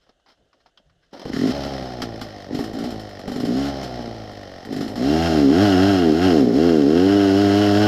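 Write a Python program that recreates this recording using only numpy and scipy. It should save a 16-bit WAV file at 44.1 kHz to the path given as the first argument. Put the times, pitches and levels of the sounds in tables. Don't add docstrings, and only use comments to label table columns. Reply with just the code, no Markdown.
import sys
import numpy as np
from scipy import signal
from scipy.fft import rfft, irfft
from scipy.io import wavfile
from scipy.ndimage import uniform_filter1d

SR = 44100
rng = np.random.default_rng(int(sys.argv[2]) if len(sys.argv) > 2 else 0)


def wav_record(signal):
    frames = np.transpose(np.atleast_2d(signal))
    bounded = np.clip(frames, -1, 1)
    quanta = np.round(bounded * 32767).astype(np.int16)
    wavfile.write(sys.argv[1], SR, quanta)


N = 347067


def engine():
    speed, turns = crank()
    boom_db, bark_db, rasp_db, rattle_db, upper_db, rough = controls(speed)
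    luck = rng.standard_normal((800, 4))
    size, pitch, blow, knock = luck[np.floor(turns + .85).astype(int)].T
    top, inlet, late = (np.diff(np.floor(turns - lag), prepend=0) for lag in (0, .15, .65))
    throttle = np.clip((bark_db + 31) / 7, 0, 1)
    slow = np.clip((82 - speed) / 20, 0, 1)
    air = rng.standard_normal(N) * np.sqrt(speed / SR)

    gulp = inlet * gain_of(9 * rough * size) + .9 * rough * air
    bark = air_box(speed, turns, throttle, slow, rough, gulp, late, air, pitch, upper_db)
    rasp = exhaust(throttle, slow, rough, top, late, air, blow)
    out = gain_of(boom_db - 2.5) * boom(speed, turns, throttle, rough, blow)
    out += gain_of(bark_db) * evened(bark, size=4000)
    out += gain_of(rasp_db) * evened(rasp, size=4000)
    out = signal.sosfilt(signal.butter(4, [56, 900], "band", fs=SR, output="sos"), out)

    rattle = case_rattle(speed, throttle, slow, top, late, air, knock)
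    rumble = noise([(15, 4), (30, -2), (60, 1), (120, 4), (200, -57)])
    rumble *= gain_of(-53 + 5.7 * (0.5 - slow))
    return (out + gain_of(rattle_db) * rattle + rumble) * between(1.25, 9)


# pitch in Hz, its rise in Hz per turn per second, ring width in Hz, onset width in Hz.
AIR_BOX_MODES = [
    (190, 0, 90, 200),
    (195, 1.05, 45, 170),
    (350, .6, 85, 300),
]


def air_box(speed, turns, throttle, slow, rough, gulp, late, air, pitch, upper_db):
    breath = gulp + .6 * slow * np.roll(gulp, -round(.0074 * SR))
    modes = []
    for hz, rise_hz, width, onset_width in AIR_BOX_MODES:
        wandering_hz = (hz + rise_hz * speed) * (1 + .12 * rough * pitch)
        ring = resonate(breath, wandering_hz, width)
        modes.append(evened(resonate(ring, wandering_hz, onset_width)))
    snorkel, lower, upper = modes
    lid = evened(resonate(resonate(breath, 470, 90), 470, 300)) * between(6.25, 7.15, fade=.1)
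    shut = resonate(resonate(gulp + .3 * late + .3 * air, 240, 300), 300, 500)
    chug = gain_of(4 * np.clip((61 - speed) / 7, 0, 1) * np.cos(2 * np.pi * (turns - .2)))
    opened = 0.3 * lid + lower - gain_of(upper_db) * upper - (0.12 + 0.32 * slow) * snorkel
    return throttle * evened(chug * opened, size=4000) + (1 - throttle) * evened(shut, size=4000)


# pitch in Hz, width in Hz, level in dB.
PIPE_MODES = [(496, 250, 1.5), (600, 94, 6), (709, 130, 8.5), (843, 22, 0)]


def exhaust(throttle, slow, rough, top, late, air, blow):
    puff = top * gain_of((1 + 6 * rough) * blow) + (.7 - .4 * throttle) * late
    puff += (.65 - .28 * throttle + 2.8 * rough) * air
    rasp = 0
    for k, (hz, width, db) in enumerate(PIPE_MODES):
        rasp = rasp + (-1) ** k * gain_of(db) * resonate(resonate(puff, hz, width), hz, 160)
    whistle = sum(.25 * evened(resonate(resonate(top, hz, 45), hz, 90)) for hz in (705, 835))
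    return evened(rasp, size=4000) + throttle * (1 - slow / 2) * whistle


def boom(speed, turns, throttle, rough, blow):
    second_db = 3 - 4 * throttle + np.clip(70 - speed, 0, 30) / 5
    out = np.cos(2 * np.pi * turns) + gain_of(second_db) * np.cos(4 * np.pi * turns + 0.24)
    free = np.clip((speed - 57) / 8, 0, 1) * between(1.52, 4.5, fade=.05)
    out += 1.5 * free * np.cos(6 * np.pi * turns + 1.1)
    return out * gain_of(-.5 * second_db + 15.0 * rough * uniform_filter1d(blow, 400))


# pitch in Hz, width in Hz, level in dB.
SILENCER_MODES = [(1180, 120, -2), (1300, 40, -3), (1473, 64, 0), (1582, 50, -1.5), (2000, 217, 2.5),
                  (2727, 125, 1.5), (2930, 67, -8), (3228, 63, -4)]


def case_rattle(speed, throttle, slow, top, late, air, knock):
    beat = .5 + 1.2 * throttle + dying(top * gain_of(2.5 * knock), .045) + .25 * dying(late, .04)
    clatter = metal() + gain_of(-27 + 10 * throttle) * noise(HOUSING, lo_hz=6500, hi_hz=13800)
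    slap = resonate(resonate(top * gain_of(1.1 * knock), 1847, 130), 1880, 500)
    slap = evened(slap, size=4000) * between(1.32, 9) * np.clip((70 - speed) / 25, 0, 1)

    t = np.arange(900) / SR
    onset = np.sin(np.minimum(t / .0022, 1) * np.pi / 2) ** 2
    blast = 0
    for hz, width, db in SILENCER_MODES:
        blast = blast + gain_of(db - 24 * width * t) * np.sin(2 * np.pi * hz * t) * onset
    loaded = signal.oaconvolve(top * gain_of(2.5 * knock), blast)[:N]
    loaded = loaded * np.clip((speed - 60) / 25, 0, 1) * throttle
    shell = sum(.27 * evened(resonate(air, hz * (.8 + speed / 500), 30)) for hz in (1465, 2930))
    out = evened(beat * clatter, size=4000) + 0.62 * slap + .42 * evened(loaded)
    return out + (1 - slow) * throttle * shell


def crank():
    speed = revs()
    turns = np.cumsum(speed) / SR
    at = np.round(np.transpose(LONE_FIRINGS)[0] * SR).astype(int)
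    whole = np.cumsum(np.round(np.diff(turns[at], prepend=0)))
    apart = np.diff(whole, prepend=0) > 0
    nudge = np.interp(np.arange(N), at[apart], (whole - turns[at])[apart])
    return speed, np.maximum.accumulate(turns + nudge + 1)


# start in seconds, turns per
# second there, top in seconds, turns per second at the top, eagerness from 0 to 1.
ENGINE_PULLS = [(1.24, 27.3, 1.31, 29.4, 0), (1.33, 31, 1.545, 73.5, 0), (2.16, 53.5, 2.23, 54.3, 1),
                (2.46, 46.1, 2.68, 55.8, .2), (2.75, 55.2, 2.89, 59.2, .3), (3.2, 47.6, 3.31, 51.7, .3),
                (3.42, 52.5, 3.67, 70, 1), (4.62, 43.6, 4.82, 53.3, .2), (4.975, 56, 5.27, 84.5, 1),
                (5.485, 66, 5.635, 106.5, .15), (5.76, 89, 5.895, 101.3, .3), (6.12, 74, 6.26, 96, .2),
                (6.44, 61.5, 6.5, 58.2, .5), (6.52, 56.5, 6.675, 87, 1), (6.845, 68, 7.17, 100.9, 1),
                (7.32, 96.2, 7.41, 101.8, .2), (7.5, 99.1, 7.61, 103.6, .2), (7.74, 101.1, 7.8, 105, .2)]


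def revs():
    u = np.linspace(0, 1, 12)
    times, speeds = [], []
    for t0, low, t1, high, eager in ENGINE_PULLS:
        times.append(t0 + (t1 - t0) * u)
        speeds.append(low + (high - low) * (u + eager * (np.sin(np.pi / 2 * u) - u)))
    speed = np.interp(np.arange(N) / SR, np.hstack(times), np.hstack(speeds))
    flywheel_s = .02
    return uniform_filter1d(speed, round(flywheel_s * SR))


# open in seconds, top in seconds, air box bark in dB when opened,
# bark in dB at the top, seconds to fall 12 dB.
GRIP_TWISTS = [
    (1.255, 1.3, -29, -28, .03),
    (1.33, 1.495, -26, -14.5, .025),
    (1.997, 2.02, -30.5, -29.5, 0.3),
    (2.523, 2.555, -27, -22, 0.17),
    (2.756, 2.836, -27.5, -24.5, 0.2),
    (3.275, 3.54, -29.5, -18.5, .1),
    (3.56, 3.69, -20, -25, .08),
    (3.95, 4.01, -35, -28.5, 0.25),
    (4.711, 4.795, -26, -23.5, 0.2),
]
# time in seconds, air box bark in dB, strain in dB.
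CLIMB_LOAD = [(4.93, -36, 2), (4.97, -23.5, 2), (5.12, -15, 2.5), (5.25, -24, 2.5), (5.37, -15, 3.5),
              (5.47, -11.5, 1), (5.67, -16.5, 1), (5.75, -14, 2), (5.89, -15.5, 0.5), (6.0, -16.5, 0),
              (6.09, -12.5, 0.5), (6.19, -18.5, -1), (6.26, -15, 1.5), (6.38, -12, 2), (6.52, -16.5, 3),
              (6.6, -13.5, -0.5), (7.13, -13.5, -2.5), (7.87, -17, 0.5)]
# turns per second, coasting boom in dB, pulling boom in dB,
# pipe rasp in dB, rattle in dB.
LEVELS_BY_SPEED = [(27.8, -40, -36, -50, -47), (44.6, -49, -42, -42, -47.5), (55.9, -37.5, -44, -38, -46),
                   (69.2, -34, -31, -33.5, -37.5), (77, -32, -29, -30, -37), (90, -30, -23, -28, -34),
                   (108, -28, -16.5, -24, -31)]


def controls(speed):
    t = np.arange(N) / SR
    at, *laws = np.transpose(LEVELS_BY_SPEED)
    coast_boom_db, pull_boom_db, rasp_db, rattle_db = (np.interp(speed, at, law) for law in laws)
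    climb_start, full_climb = CLIMB_LOAD[0][0], CLIMB_LOAD[1][0]
    climb_db, strain = columns(CLIMB_LOAD)
    climbing = between(climb_start, 9, fade=.05)
    strain = strain * climbing

    coast_db = -30.5 - .55 * np.clip(68 - speed, 0, None)
    twist_s = 0.057
    blips = []
    for t0, t1, db0, db1, fall in GRIP_TWISTS:
        points_s = [t0 - 3 * twist_s, t0, t1, t1 + 4 * fall]
        blips.append(np.interp(t, points_s, [db0 - 45, db0, db1, db1 - 48]))
    before_db = np.maximum(coast_db, np.max(blips, axis=0)) - 60 * between(full_climb, 9)
    bark_db = np.maximum(before_db, climb_db - 60 * (1 - climbing))
    opened = np.clip((bark_db + 31) / 7, 0, 1)

    slowing = uniform_filter1d(np.gradient(speed) * SR, size=3000)
    bog_db = .02 * np.clip(slowing, -200, 0)
    boom_db = coast_boom_db + (pull_boom_db - coast_boom_db + bog_db) * opened + 1.6 * strain
    rasp_db = rasp_db + 1.5 * opened + 1.3 * strain
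    fresh_db = 9.5 * np.exp(-((t - 1.395) / 0.11) ** 2)
    rattle_db = rattle_db + 1.5 * opened + strain + fresh_db
    shut_db, blip_db, uphill_db = -4, -11, -9
    upper_open_db = blip_db + climbing * (uphill_db - blip_db + 2 * (t - climb_start))
    upper_db = shut_db + opened * (upper_open_db - shut_db)
    clean_from = 68
    coast_rough = .12 + .0035 * (clean_from - speed)
    pull_rough = .08 + .27 * np.clip((clean_from - speed) / 14, 0, 1)
    rough = coast_rough + opened * (pull_rough - coast_rough)
    return boom_db, bark_db, rasp_db, rattle_db, upper_db, rough


# time in seconds, crack in dB, thud in dB, seconds to fall 60 dB.
LONE_FIRINGS = [(1.253, -48, -6, 0.1), (1.3329, -31, -13, 0.14), (1.472, -19.5, -19, 0.091),
                (1.6494, -29, -11, 0.2), (2.0188, -12, -5.5, 0.13), (2.2124, -19.5, -7.5, 0.17),
                (2.5462, -22, -23, 0.22), (2.588, -25, -1, 0.38), (2.6396, -25.5, -37, 0.13),
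                (2.7315, -30, -7, 0.19), (2.7863, -25, -14, 0.2), (2.8391, -25.5, -6, 0.25),
                (2.9045, -27.5, -23, 0.22), (2.996, -29.5, -28, 0.18), (3.091, -37, -24, 0.11),
                (3.1925, -29, -16, 0.12), (3.2767, -25, -2.5, 0.25), (3.3163, -29, -6, 0.27),
                (3.3597, -24.5, -7, 0.13), (3.4002, -24, -15, 0.22), (3.4501, -23.5, -6, 0.34),
                (3.5674, -32, -14, 0.3), (3.8296, -21.5, -8, 0.21), (4.3139, -44, -19, 0.14),
                (4.65, -29.5, -16, 0.14), (4.7246, -23.5, -10.5, 0.17), (4.7636, -22.5, -34, 0.16),
                (4.807, -23, -13, 0.35), (4.8787, -29, -10, 0.24), (4.956, -25, -7, 0.26)]
# pitch in Hz, level in dB, seconds to fall 60 dB.
THUD_MODES = [(259.5, 5.5, 0.068), (428, -5, 0.065), (778, -6, 0.05)]


def firings():
    s, crack_db, thud_db, t60 = np.transpose(LONE_FIRINGS)
    treble_db = -48.5 + 0.55 * (crack_db + 24.5)
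    crack = bursts(s, crack_db - 13.5, t60) * metal()
    treble = bursts(s, treble_db - 3.5, t60 * 0.97) * noise(HOUSING, lo_hz=6920)
    blows, t = np.zeros(N), np.arange(2000) / SR
    blows[np.round((s + .004) * SR).astype(int)] = gain_of(thud_db - 19.5)
    ring = sum(gain_of(db - 60 * t / fall) * np.sin(2 * np.pi * hz * t) for hz, db, fall in THUD_MODES)
    return crack + treble + signal.oaconvolve(blows, ring)[:N]


# frequency in Hz, level in dB per Hz.
HOUSING = [(530, -52), (900, 1.5), (955, -49), (1020, 0), (1480, -2.5), (2130, -4), (2360, -10),
           (2920, -8.5), (3740, -6.5), (5260, -4), (6060, -13.5), (7760, -32), (9930, -36.5), (12600, -32),
           (15000, -50)]
# pitch in Hz, width in Hz, level in dB.
FIN_MODES = [(1380, 90, -10), (1850, 110, -13), (3100, 160, -8), (4150, 120, -11), (5250, 170, -8)]


def metal():
    rings = sum(gain_of(db) * evened(resonate(rng.standard_normal(N), hz, w)) for hz, w, db in FIN_MODES)
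    return evened(noise(HOUSING, hi_hz=6500) + rings)


# frequency in Hz, level in dB per Hz.
CLOTH_SPECTRUM = [(18, -62), (30, -10), (117, -11), (283, -2), (487, -8), (540, 1), (957, -12.5),
                  (1000, -16), (1300, -46), (2200, -120)]
# time in seconds, level in dB, pitch in Hz, seconds to fall 60 dB.
LEVER_KNOCKS = [(0.065, -43, 705, 0.08), (0.092, -34, 514, 0.08), (0.198, -44, 611, 0.057),
                (0.261, -36, 778, 0.2), (0.4, -57, 396, 0.08), (0.53, -35.5, 1210, 0.064),
                (0.66, -32.5, 700, 0.097), (0.774, -26.5, 3160, 0.058), (0.897, -40, 1280, 0.064),
                (1.028, -47, 1620, 0.15), (1.132, -45, 545, 0.08)]


def rider():
    low, high, bump = moves()
    grain_hits = gain_of(4.9 * rng.exponential(1, N)) * (rng.random(N) < 150 / SR)
    grains = evened(1.2 + dying(grain_hits, 0.09))
    rustle = low * noise(CLOTH_SPECTRUM, lo_hz=178) + high * metal()
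    out = (grains * rustle + bump * noise(CLOTH_SPECTRUM, hi_hz=177.7)) * between(-1, 1.26)
    early = 2 * SR
    wide = noise(HOUSING, hi_hz=6500)[:early]
    for s, db, hz, t60 in LEVER_KNOCKS:
        ring = evened(resonate(resonate(rng.standard_normal(early), hz, 427), hz, 1000))
        out[:early] += bursts([s], [db - 18.5], [t60])[:early] * (0.5 * wide + ring)
    return out


# time in seconds, low rustle in dB,
# high rustle in dB, bump in dB, seconds to fall 30 dB.
RIDER_MOVES = [(0.0, -85, -58.5, -71, 0.2), (0.098, -52, -58, -72, 0), (0.288, -54, -49, -89, 0.11),
               (0.411, -55, -80, -63, 0.13), (0.548, -58, -67.5, -87, 0.16), (0.487, -70, -66, -85, .05),
               (0.6, -75, -60, -85, .06), (0.668, -68, -61, -75, 0.06), (0.792, -61, -74, -88, 0.3),
               (0.862, -73, -71, -59, .3), (1.03, -80, -66, -85, 0.5), (1.135, -33.5, -44, -64, 0.4),
               (1.17, -46, -45, -70, .5), (1.258, -40, -48, -46, .1)]


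def moves():
    t = np.arange(N) / SR
    gains = 0
    for s, *db, fall in RIDER_MOVES:
        reach_s = .045 if s < 1.1 else .012
        away = np.where(t < s, (s - t) / reach_s, (t - s) / max(fall, .01))
        gains = gains + gain_of(np.array(db)[:, None] - 30 * away)
    return gains


# frequency in Hz, level in dB per Hz.
HISS_SPECTRUM = [(15, -32), (25, 8), (172, -7), (691, -0.5), (952, -20), (1580, -8), (2370, -23),
                 (2930, -8), (5280, -23.5), (6200, -20), (15000, -44)]


def forest():
    return gain_of(-69.5) * noise(HISS_SPECTRUM, hi_hz=13500)


def gain_of(db):
    return 10 ** (np.asarray(db) / 20)


def evened(x, size=None):
    if size is None:
        power = np.mean(x ** 2)
    else:
        power = uniform_filter1d(uniform_filter1d(x ** 2, size), size)
    return x / np.sqrt(abs(power) + 1e-12)


def columns(rows):
    s, *values = np.transpose(rows)
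    return [np.interp(np.arange(N) / SR, s, v) for v in values]


def between(t0, t1, fade=0.0044):
    t = np.arange(N) / SR
    return np.clip((t - t0) / fade, 0, 1) * np.clip((t1 - t) / fade, 0, 1)


def noise(points, lo_hz=0, hi_hz=SR):
    hz, (f, db) = np.fft.rfftfreq(N, 1 / SR), np.transpose(points)
    shape = gain_of(np.interp(np.log(hz + 1), np.log(f + 1), db)) * (hz >= lo_hz) * (hz < hi_hz)
    return evened(irfft(rfft(rng.standard_normal(N)) * shape, N))


def resonate(x, hz, width):
    turn = np.exp(2j * np.pi * np.cumsum(hz * np.ones(len(x))) / SR)
    r = np.exp(-np.pi * width / SR)
    return 2 * (turn * signal.lfilter([1 - r], [1, -r], x / turn)).real


def dying(starts, t60):
    return signal.lfilter([1], [1, -gain_of(-60 / (t60 * SR))], starts)


def bursts(s, db, t60):
    out, t = np.zeros(N + SR), np.arange(SR // 2) / SR
    for at, level, ring in zip(s, db, t60):
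        rise = np.minimum(t / .0007, 1)
        out[round(at * SR):][:len(t)] += gain_of(level - 60 * t / max(ring, .01)) * rise
    return out[:N]


def scene():
    return (engine() + firings() + rider() + forest())[None]


def band_limit(x):
    return signal.sosfilt(signal.butter(12, 15240, fs=SR, output="sos"), x)


def record(dry):
    mix = 1.167 * np.tanh(dry / 1.172)
    return band_limit(mix)


dry = scene()
out = record(dry)
wav_record(out)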